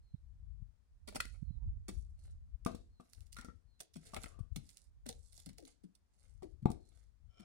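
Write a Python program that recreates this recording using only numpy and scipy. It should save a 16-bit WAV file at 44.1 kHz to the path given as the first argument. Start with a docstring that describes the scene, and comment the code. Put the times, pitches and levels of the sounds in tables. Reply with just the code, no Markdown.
"""Firewood clacks and clonks as it is tossed on a pile and shifted; then a heavy round thumps on the block.
Each blow rings the wood and thuds into what lies under it; dragged pieces catch, slip and rasp.
Wood and boots crunch in bark litter and dry leaves, which crackle on as they settle, and a block wall
and the woodpile answer. Far birds whistle and hoot; light wind rumbles on the two microphone ports."""
import sys
import numpy as np
from scipy import signal
from scipy.fft import rfft, irfft, next_fast_len
from scipy.io import wavfile
from scipy.ndimage import map_coordinates

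SR = 44100
rng = np.random.default_rng(int(sys.argv[2]) if len(sys.argv) > 2 else 0)


def wav_out(sig):
    """Save sig, one row per channel (or a flat mono array), as 16-bit PCM at SR to the path in sys.argv[1]."""
    wavfile.write(sys.argv[1], SR, np.round(np.clip(np.atleast_2d(sig).T, -1, 1) * 32767).astype(np.int16))


N = 328498
T = np.arange(2 * SR // 5) / SR  # time within one short sound [s]
PILE_LAG, BOOT_LAG = .0009, .00142  # how much later the left port hears the woodpile and the boots [s]

# Ringing modes of each piece of wood: (frequency [Hz], level [dB], t60 [s])
SPLIT = [(1430, 4, 0.014), (1460, 0.5, 0.012), (2024, 2.5, 0.021), (2570, 4, 0.019), (3100, -1, 0.0099),
         (4560, -6, 0.012)]
CHUNK = [(675, 4.5, 0.026), (1161, 5.5, 0.024), (1439, -5.5, 0.025), (2630, -2.5, 0.012)]
SLAB = [(606, -5, 0.066), (760, -5, 0.04), (1320, 0, 0.018), (2230, 4, 0.012)]
STICK = [(1379, 8.5, 0.047), (1890, 8.5, 0.011), (2080, -4, 0.022)]
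ROUND = [(752, -0.5, 0.033), (850, -6, 0.076), (776, 9.5, 0.014), (1120, -3.5, 0.031)]
# Low modes of the ground and the chopping block: (frequency [Hz], level [dB], t60 [s])
EARTH = [(204, -6.5, 0.062), (244, -4.5, 0.091), (308, 5.5, 0.015), (467, -7.5, 0.069)]
BLOCK = [(142.5, -10, 0.14), (215, -11, 0.061), (190, 7, 0.019), (318, -1, 0.026)]
# Spectra of bright cracking bark, dull rubbing and crisp leaves: (frequency [Hz], level [dB])
CRACK = [(600, -33.5), (1800, 2), (4000, 5.5), (7000, -1.5), (9200, 1), (12000, -8), (16000, 0.5)]
SCUFF = [(200, 1), (550, 2.5), (1000, -8.5), (2100, -3), (3200, -7), (6000, -28)]
LEAVES = [(300, -17.5), (1200, -17.5), (2200, -13), (4200, 0.5), (9200, -2), (12000, -8), (16000, -20)]


def firewood():
    """A dry split and a slab clack, a chunk clonks, a thin stick rings, the round thumps on the block."""
    # Wood knocking on wood: (time [s], piece, ring [dB], thud [dB], crack [dB])
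    knocks = [(1.125, "slab", -70.5, -82, -77), (1.157, "slab", -54, -74.5, -49),
              (1.163, "split", -50.5, -53.5, -56.5), (1.202, "split", -37, -59.5, -44.5),
              (1.252, "split", -58, -60.5, -58), (2.661, "chunk", -40, -35, -54),
              (2.711, "chunk", -75, -48.5, -72.5), (2.746, "chunk", -68, -48.5, -64.5),
              (2.998, "chunk", -63, -58.5, -76), (3.366, "stick", -56.5, -83.5, -64.5),
              (3.386, "stick", -57, -59.5, -65), (3.446, "stick", -62.5, -58, -67.5),
              (3.484, "stick", -64, -54.5, -87), (4.134, "chunk", -53.5, -56, -66),
              (4.164, "slab", -52, -53, -59.5), (4.24, "split", -53.5, -55, -61),
              (4.259, "slab", -60.5, -59.5, -68), (4.389, "chunk", -69.5, -58.5, -76),
              (5.094, "round", -73, -58.5, -84), (6.422, "round", -62.5, -61.5, -80),
              (6.656, "round", -38.5, -27, -69.5), (6.702, "round", -54, -39.5, -64.5)]
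    # Voice of each piece: (wood modes, support modes, contact time [s], crack t60 [s],
    # chatter [dB], scuff [dB], scatter [dB], tail [dB])
    pieces = { "split": dict(wood=SPLIT, support=EARTH, contact_s=0.00095, crack_t60=0.02, chatter_db=-20.5, scuff_db=-14, scatter_db=-13.5, tail_db=-12),
              "slab": dict(wood=SLAB, support=EARTH, contact_s=0.00021, crack_t60=0.016, chatter_db=-3.5, scuff_db=2, scatter_db=-1.5, tail_db=-19),
              "chunk": dict(wood=CHUNK, support=EARTH, contact_s=0.0036, crack_t60=0.027, chatter_db=-12.5, scuff_db=-17.5, scatter_db=-7, tail_db=-5.5),
              "stick": dict(wood=STICK, support=EARTH, contact_s=0.00053, crack_t60=0.0067, chatter_db=-7.5, scuff_db=-12, scatter_db=1, tail_db=-3),
              "round": dict(wood=ROUND, support=BLOCK, contact_s=0.0016, crack_t60=0.012, chatter_db=-9.5, scuff_db=-12.5, scatter_db=-16, tail_db=-6)}
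    out = np.zeros((2, N))
    for s, piece, ring_db, thud_db, crack_db in knocks:
        add(out, s, knock(ring_db, thud_db, crack_db, **pieces[piece]))
    return out


def knock(ring_db, thud_db, crack_db, wood, support, contact_s, crack_t60,
          chatter_db, scuff_db, scatter_db, tail_db):
    """One blow rings the piece, thuds into what lies under it and crushes its rough surface."""
    crush = fade(crack_t60) * onset(contact_s) ** 2  # a soft contact builds up slowly
    rattle = burst(signal.fftconvolve(ring(wood, contact_s), chatter(chatter_db))[:len(T)])
    half_thud = amp(thud_db) * ring(support, contact_s=0.00059) / 2
    surface = amp(crack_db) * burst(grains(CRACK, spiky_db=7) * crush)
    scuff = amp(ring_db + scuff_db) * burst(grains(SCUFF, spiky_db=7.5) * crush)
    sound = amp(ring_db) * rattle + half_thud + surface + scuff + settling(crack_db)
    return outdoors(sound, scatter_db, tail_db) + ports(half_thud, PILE_LAG)  # half the thud stays dry


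def ring(modes, contact_s, detune=0.016):
    """Damped modes, a little different for each point of contact."""
    hz, db, t60 = np.transpose(modes)[:, :, None]
    spread_db, shift = rng.standard_normal((2, len(modes), 1))
    waves = amp(db + spread_db) * fade(t60) * np.sin(2 * np.pi * hz * (1 + detune * shift) * T)
    return burst(waves.sum(0) * onset(contact_s))


def chatter(chatter_db):
    """Rough faces touch several times in one blow: a first contact, then a quick run of smaller ones."""
    touches = ticks(per_second=280) * fade(t60=0.017)
    return (T == 0) + amp(chatter_db) * touches / (np.linalg.norm(touches) + 1e-9)


def scrapes():
    """Wood drags over wood: rough fibres catch and slip, and every slip rings the piece."""
    # Drags: (middle [s], half length [s], piece, level [dB])
    drags = [(1.35, 0.0099, "slab", -75.5), (3.411, 0.025, "stick", -64.5), (4.142, 0.003, "round", -54.5),
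             (4.171, 0.013, "slab", -52.5), (4.32, 0.14, "chunk", -77.5), (7.415, 0.062, "sawn face", -70)]
    # Modes of a sawn face: (frequency [Hz], level [dB], t60 [s])
    sawn_face = [(704, 0, 0.034), (1360, 1.5, 0.028), (2373, -1.5, 0.022), (3060, 4, 0.017),
                 (5280, -7.5, 0.02)]
    modes = {"stick": STICK, "slab": SLAB, "chunk": CHUNK, "round": ROUND, "sawn face": sawn_face}
    out = np.zeros((2, N))
    for s, half_s, piece, db in drags:
        slips = ticks(per_second=700)
        body = ring(modes[piece], contact_s=1 / SR, detune=0)
        rasp = unit(signal.fftconvolve(slips, body)[:len(T)])
        add(out, s - T.mean(), outdoors(amp(db) * swell(half_s) * rasp, scatter_db=-3, tail_db=-7))
    return out


def landings():
    """Wood, and now and then a heavy footfall, lands on the litter and stirs it up."""
    # Landings of wood and of heavy feet: (time [s], crunch [dB], thud [dB], thud pitch [Hz])
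    drops = [(1.0762, -55, -58.5, 190), (1.147, -57, -64.5, 200), (1.8828, -53.5, -49, 170),
             (3.957, -63, -50.5, 159), (6.428, -70, -49, 320.8), (6.623, -84, -45, 114.8),
             (7.396, -70.5, -57.5, 197)]
    return crunches(drops, PILE_LAG, crush_t60=0.05, rub_db=2.5, stir_db=9)


def boots():
    """Boots press into the litter with a short, tight crunch."""
    # Footfalls: (time [s], crunch [dB], thud [dB], thud pitch [Hz])
    steps = [(3.8023, -60.5, -63.5, 431), (4.5601, -56, -44.5, 142.6), (5.0603, -57, -52, 218.6),
             (5.0889, -62.5, -54.5, 430.5), (5.4624, -66.5, -51.5, 138), (5.4904, -65.5, -59.5, 203.5),
             (5.5839, -72, -59, 355), (5.6233, -80, -57, 271), (5.837, -78, -53.5, 174.6)]
    return crunches(steps, BOOT_LAG, crush_t60=0.038, rub_db=-2, stir_db=-15)


def crunches(rows, lag_s, crush_t60, rub_db, stir_db, rise_s=.007):
    """Bark litter yields as the weight comes on, in a run of fractures over a soft thud."""
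    out = np.zeros((2, N))
    press = fade(crush_t60) * onset(rise_s) ** 2
    for s, crunch_db, thud_db, hz in rows:
        litter = amp(crunch_db) * burst(press * grains(CRACK, spiky_db=8))
        rub = amp(crunch_db + rub_db) * burst(press * grains(SCUFF, spiky_db=4))
        sound = litter + rub + amp(thud_db) * hollow_thud(hz) + settling(crunch_db + stir_db)
        add(out, s - rise_s / 2, outdoors(sound, scatter_db=-12, tail_db=-10.5, lag_s=lag_s))
    return out


def hollow_thud(hz, sag=0.51, sag_s=0.011, overtone=1.6, overtone_db=-8):
    """A rough, hollow thud whose pitch sinks as more of the weight bears on the ground."""
    roughness = .14 * wobble(350, size=len(T))
    pitch = hz * (1 + sag * np.exp(-T / sag_s) + roughness)
    phase = 2 * np.pi * np.cumsum(pitch) / SR
    tone = np.sin(phase) + amp(overtone_db) * np.sin(overtone * phase)
    return burst(tone * fade(t60=0.12) * onset(rise_s=0.0059) ** 2)


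def snaps(lead_s=.05, crumble_s=0.007, crumble_db=-22, edge_hz=1200, loud_db=-50, db_per_octave=14):
    """Twigs and bark flakes break amid crumbling neighbours; the smaller, the thinner they sound."""
    # The loudest breaks: (time [s], level [dB])
    breaks = [(2.65, -55.5), (3.1335, -62.5), (3.206, -70.5), (3.267, -77.5), (3.328, -58), (3.412, -62.5),
              (3.804, -53.5), (3.81, -56.5), (3.9404, -66.5), (4.068, -67), (4.145, -51), (4.234, -55.5),
              (4.5607, -52), (4.6911, -63), (4.771, -61.5), (5.09, -47.5), (5.329, -67.5), (5.362, -78),
              (5.378, -64), (5.401, -66), (5.4609, -60), (5.532, -74.5), (5.583, -60), (5.6515, -66.5),
              (5.68, -76), (5.952, -72), (6.716, -61.5)]
    out = np.zeros((2, N))
    since = T - lead_s
    strain = amp(crumble_db) * np.exp(-np.maximum(-2 * since, since / 2) / crumble_s)  # fast in, slow out
    for s, db in breaks:
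        sound = strain * grains(CRACK, spiky_db=15)
        add(sound, lead_s, fade(t60=0.0074) * grains(CRACK, spiky_db=8))  # the break itself
        low_cut_hz = edge_hz * 2 ** ((loud_db - db) / db_per_octave)
        snap = burst(filtered(sound, lambda hz: hz / (hz - 1j * low_cut_hz)))
        add(out, s - lead_s, outdoors(amp(db) * snap, scatter_db=-9.5, tail_db=-18, lag_s=BOOT_LAG))
    return out


def slides(left_db=-3, clump_db=4):
    """Boots and wood slide over the ground: dry leaves crackle in clumps while bark rubs on bark."""
    # Slides: (middle [s], half length [s], leaves [dB], rubbing [dB])
    moves = [(2.254, 0.053, -82, -78), (3.15, 0.12, -83.5, -82.5), (4.064, 0.03, -66, -67.5),
             (4.204, 0.084, -72.5, -64), (4.702, 0.2, -79, -83.5), (5.237, 0.13, -78.5, -98),
             (5.384, 0.046, -68.5, -77.5), (5.679, 0.028, -70, -74), (6.248, 0.089, -83.5, -82.5),
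             (6.944, 0.12, -85.5, -84)]
    out = np.zeros((2, N))
    for s, half_s, leaves_db, rub_db in moves:
        clumps = amp(clump_db * wobble(70, size=len(T)))
        leaves = amp(leaves_db) * unit(clumps * grains(LEAVES, spiky_db=10.5))
        bark = amp(rub_db) * grains(SCUFF, spiky_db=12)
        slide = swell(half_s) * (leaves + bark)
        add(out, s - T.mean(), outdoors(slide, scatter_db=-6.5, tail_db=-5.5, lag_s=BOOT_LAG))
    return out * amp([[left_db], [0]])


def settling(blow_db, relative_db=-15):
    """Leaves and crumbs of bark shaken by a blow crackle on as they come to rest."""
    return amp(blow_db + relative_db) * grains(LEAVES, spiky_db=9) * fade(t60=0.37) * onset(rise_s=0.13)


def grains(spectrum, spiky_db, grain_samples=32):
    """Tiny fractures of very unequal strength, rms 1; each patch of bark has its own resonances."""
    grain_db = spiky_db * np.minimum(rng.standard_normal(len(T) // grain_samples + 1), 2)
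    strength = amp(grain_db).repeat(grain_samples)[:len(T)]
    resonances = np.transpose([np.geomspace(200, 16000, 60), 2 * rng.standard_normal(60)])
    crackle = strength * rng.standard_normal(len(T))
    return unit(filtered(crackle, lambda hz: amp(along(spectrum, hz) + along(resonances, hz))))


def wind(lumpy_db=4, shared=.3):
    """Lumpy rumble, mostly each port's own, that follows the strength of the wind there."""
    # Strength of the wind at each port: (time [s], level [dB])
    left_gusts = [(0, -74), (.6, -54.5), (.9, -76), (1.58, -79), (1.68, -49), (1.82, -66), (1.95, -55),
                  (2.74, -61), (3.05, -83.5), (3.18, -62), (3.7, -64), (3.92, -81.5), (4.25, -54),
                  (4.56, -54), (4.78, -80.5), (5.14, -59.5), (6.1, -84.5), (6.35, -59), (7.44, -71.5)]
    right_gusts = [(0.0, -61), (0.52, -62), (0.8, -83), (1.07, -54), (1.55, -40.5), (1.88, -52.5),
                   (2.26, -44.5), (3.36, -83.5), (4.64, -69.5), (5.18, -54), (5.26, -80.5), (7.44, -74)]
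    # Spectrum of the buffeting: (frequency [Hz], level [dB])
    rumble = [(15, -25.5), (30, -1.5), (52, 4), (75, 1), (110, -8.5), (170, -22.5), (260, -35.5),
              (1000, -100)]
    flow = rng.standard_normal((2, N)) + shared * ports(rng.standard_normal(N), PILE_LAG)
    lumps = amp(lumpy_db * np.array([wobble(16), wobble(10)]))
    return amp([curve(left_gusts), curve(right_gusts)]) * unit(lumps * colour(flow, rumble))


def eddies(width_cycles=0.59):
    """An eddy swells and bursts on one port; a big one is slower and deeper."""
    # Bumps of air: (time [s], port, pitch [Hz], peak [dB])
    bumps = [(0.146, "right", 127, -29), (0.625, "left", 101, -42.5), (1.429, "right", 140, -27.5),
             (1.483, "right", 64, -30), (1.509, "right", 132, -31.5), (1.697, "left", 55.6, -39.5),
             (2.549, "left", 48.5, -40), (4.41, "left", 98, -35.5), (4.525, "left", 68, -37.5)]
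    out = {"left": np.zeros(N), "right": np.zeros(N)}
    t = T[:SR // 5] - T[SR // 10]  # time around the middle of an eddy
    for s, port, hz, db in bumps:
        bump = np.cos(2 * np.pi * (hz * t + rng.random())) / np.cosh(2 * t * hz / width_cycles)
        add(out[port], s + t[0], amp(db) * bump)
    return np.array([out["left"], out["right"]])


def bird_whistle(start_hz=4240, step_hz=165, waver_hz=50, length_s=0.2, db=-88):
    """A far bird repeats a thin whistle that steps down through three pitches."""
    # Whistles: (start [s])
    calls = [.01, 1.41, 2.16, 2.89, 3.66, 6.77]
    out = np.zeros((2, N))
    progress = np.clip(T / length_s, 0, 1)
    for s in calls:
        pitch = start_hz - step_hz * np.floor(3 * progress) + waver_hz * wobble(500, size=len(T))
        whistle = np.sin(np.pi * progress) * np.sin(2 * np.pi * np.cumsum(pitch) / SR)
        add(out, s, amp(db) * outdoors(whistle, scatter_db=-8, tail_db=-10))
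    return out


def bird_hoot(s=1.63, hz=920, half_s=0.029, db=-81):
    """A far bird gives one soft, pure hoot."""
    out = np.zeros((2, N))
    add(out, s - T.mean(), amp(db) * ports(swell(half_s) * np.sin(2 * np.pi * hz * T), PILE_LAG))
    return out


def air(db=-89):
    """The faint hush of open country."""
    # Spectrum of the hush: (frequency [Hz], level [dB])
    hush = [(120, -12.5), (200, -2.5), (300, -12.5), (2090, -19), (16000, -38)]
    return amp(db) * unit(colour(rng.standard_normal((2, N)), hush))


def outdoors(x, scatter_db, tail_db, lag_s=PILE_LAG):
    """A sound in stereo, with quick scatter from the logs and a longer answer from the yard."""
    # Decay of the yard's echo: (frequency [Hz], t60 [s])
    yard = [(100, 0.056), (300, 0.43), (1000, 0.19), (4000, 0.34), (14000, 0.13)]
    bands, t, noise = signal.stft(rng.standard_normal((3, len(T))), SR, nperseg=256)
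    decay = np.exp(-np.log(1000) * t / along(yard, bands)[:, None])
    tail = signal.istft(noise * decay, SR, nperseg=256)[1][:, :len(T)]
    scatter = rng.standard_normal(tail.shape) * fade(t60=.07)
    reflections = amp(scatter_db) * unit(scatter) + amp(tail_db) * unit(tail)
    paths = reflections * onset(rise_s=0.00017) / np.sqrt(len(T))
    echo = signal.fftconvolve(x[None], paths, axes=1)[:, :len(T)]
    # long waves reach both ports alike, short ones do not
    width = lambda hz: np.arctan(hz / 700)
    common = filtered(echo[0], lambda hz: np.cos(width(hz)))
    diffuse = filtered(echo[1:], lambda hz: np.sin(width(hz)))
    return ports(x + common, lag_s) + diffuse


def ports(x, lag_s):
    """Sound from the right reaches the left port later."""
    return np.array([filtered(x, lambda hz: np.exp(-2j * np.pi * hz * lag_s)), x])


def amp(db):
    """Decibels to gain."""
    return 10 ** (np.asarray(db) / 20)


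def unit(x):
    """Scale to rms 1."""
    return x / np.sqrt(np.mean(x ** 2) + 1e-20)


def burst(x):
    """Scale a short sound to the energy of 10 ms at rms 1."""
    return unit(x) * np.sqrt(.01 * SR / x.shape[-1])


def onset(rise_s):
    """An attack with time constant rise_s."""
    return 1 - np.exp(-T / rise_s)


def fade(t60):
    """A decay of 60 dB in t60 seconds."""
    return np.exp(-np.log(1000) * T / t60)


def swell(half_s):
    """A rise and fall around the middle of T."""
    return np.exp(-abs((T - T.mean()) / half_s) ** 1.3) * signal.windows.tukey(len(T))


def ticks(per_second):
    """Impulses of random timing and strength."""
    return (rng.random(len(T)) < per_second / SR) * rng.standard_normal(len(T))


def wobble(rate, size=N):
    """A smooth random curve, rate knots a second."""
    knots = rng.standard_normal(int(size * rate / SR) + 4)
    return map_coordinates(knots, [np.arange(size) * rate / SR])


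def along(points, hz):
    """Read (frequency [Hz], value) points on a log axis."""
    frequencies, values = np.transpose(points)
    return np.interp(np.log(hz + 1), np.log(frequencies), values)


def curve(rows):
    """(time [s], value) rows as one value per sample."""
    return np.interp(np.arange(N) / SR, *np.transpose(rows))


def filtered(x, response):
    """Filter x by a function of frequency."""
    n = x.shape[-1]
    padded = next_fast_len(n + 4096)
    return irfft(rfft(x, padded) * response(np.fft.rfftfreq(padded, 1 / SR)), padded)[..., :n]


def colour(x, points):
    """Equalise x with (frequency [Hz], gain [dB]) points."""
    return filtered(x, lambda hz: amp(along(points, hz)))


def add(track, s, sound):
    """Mix a sound into the track at time s."""
    part = track[..., max(0, round(s * SR)):][..., :sound.shape[-1]]
    part += sound[..., :part.shape[-1]]


def scene():
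    """Wood and boots up front; wind, birds and still air behind."""
    handling = landings() + boots() + firewood() + snaps() + slides() + scrapes()
    return handling + wind() + eddies() + bird_whistle() + bird_hoot() + air()


def record(dry, top_hz=16100):
    """The left port is fuller and duller than the right; both cut off steeply at the top."""
    # Tone of each port: (frequency [Hz], gain [dB])
    left_tone = [(100, 8.5), (1400, 5), (2800, 1), (5000, 5.5), (7800, 0), (9500, -13.5), (12000, -23.5),
                 (16000, -20.5)]
    right_tone = [(100, 0), (1400, -2), (2800, -1.5), (5000, 7), (9500, 12.5), (16000, -1.5)]
    coloured = np.array([colour(dry[0], left_tone), colour(dry[1], right_tone)])
    return filtered(coloured, lambda hz: 1 / (1 + (hz / top_hz) ** 160))


dry = scene()
out = record(dry)
wav_out(out)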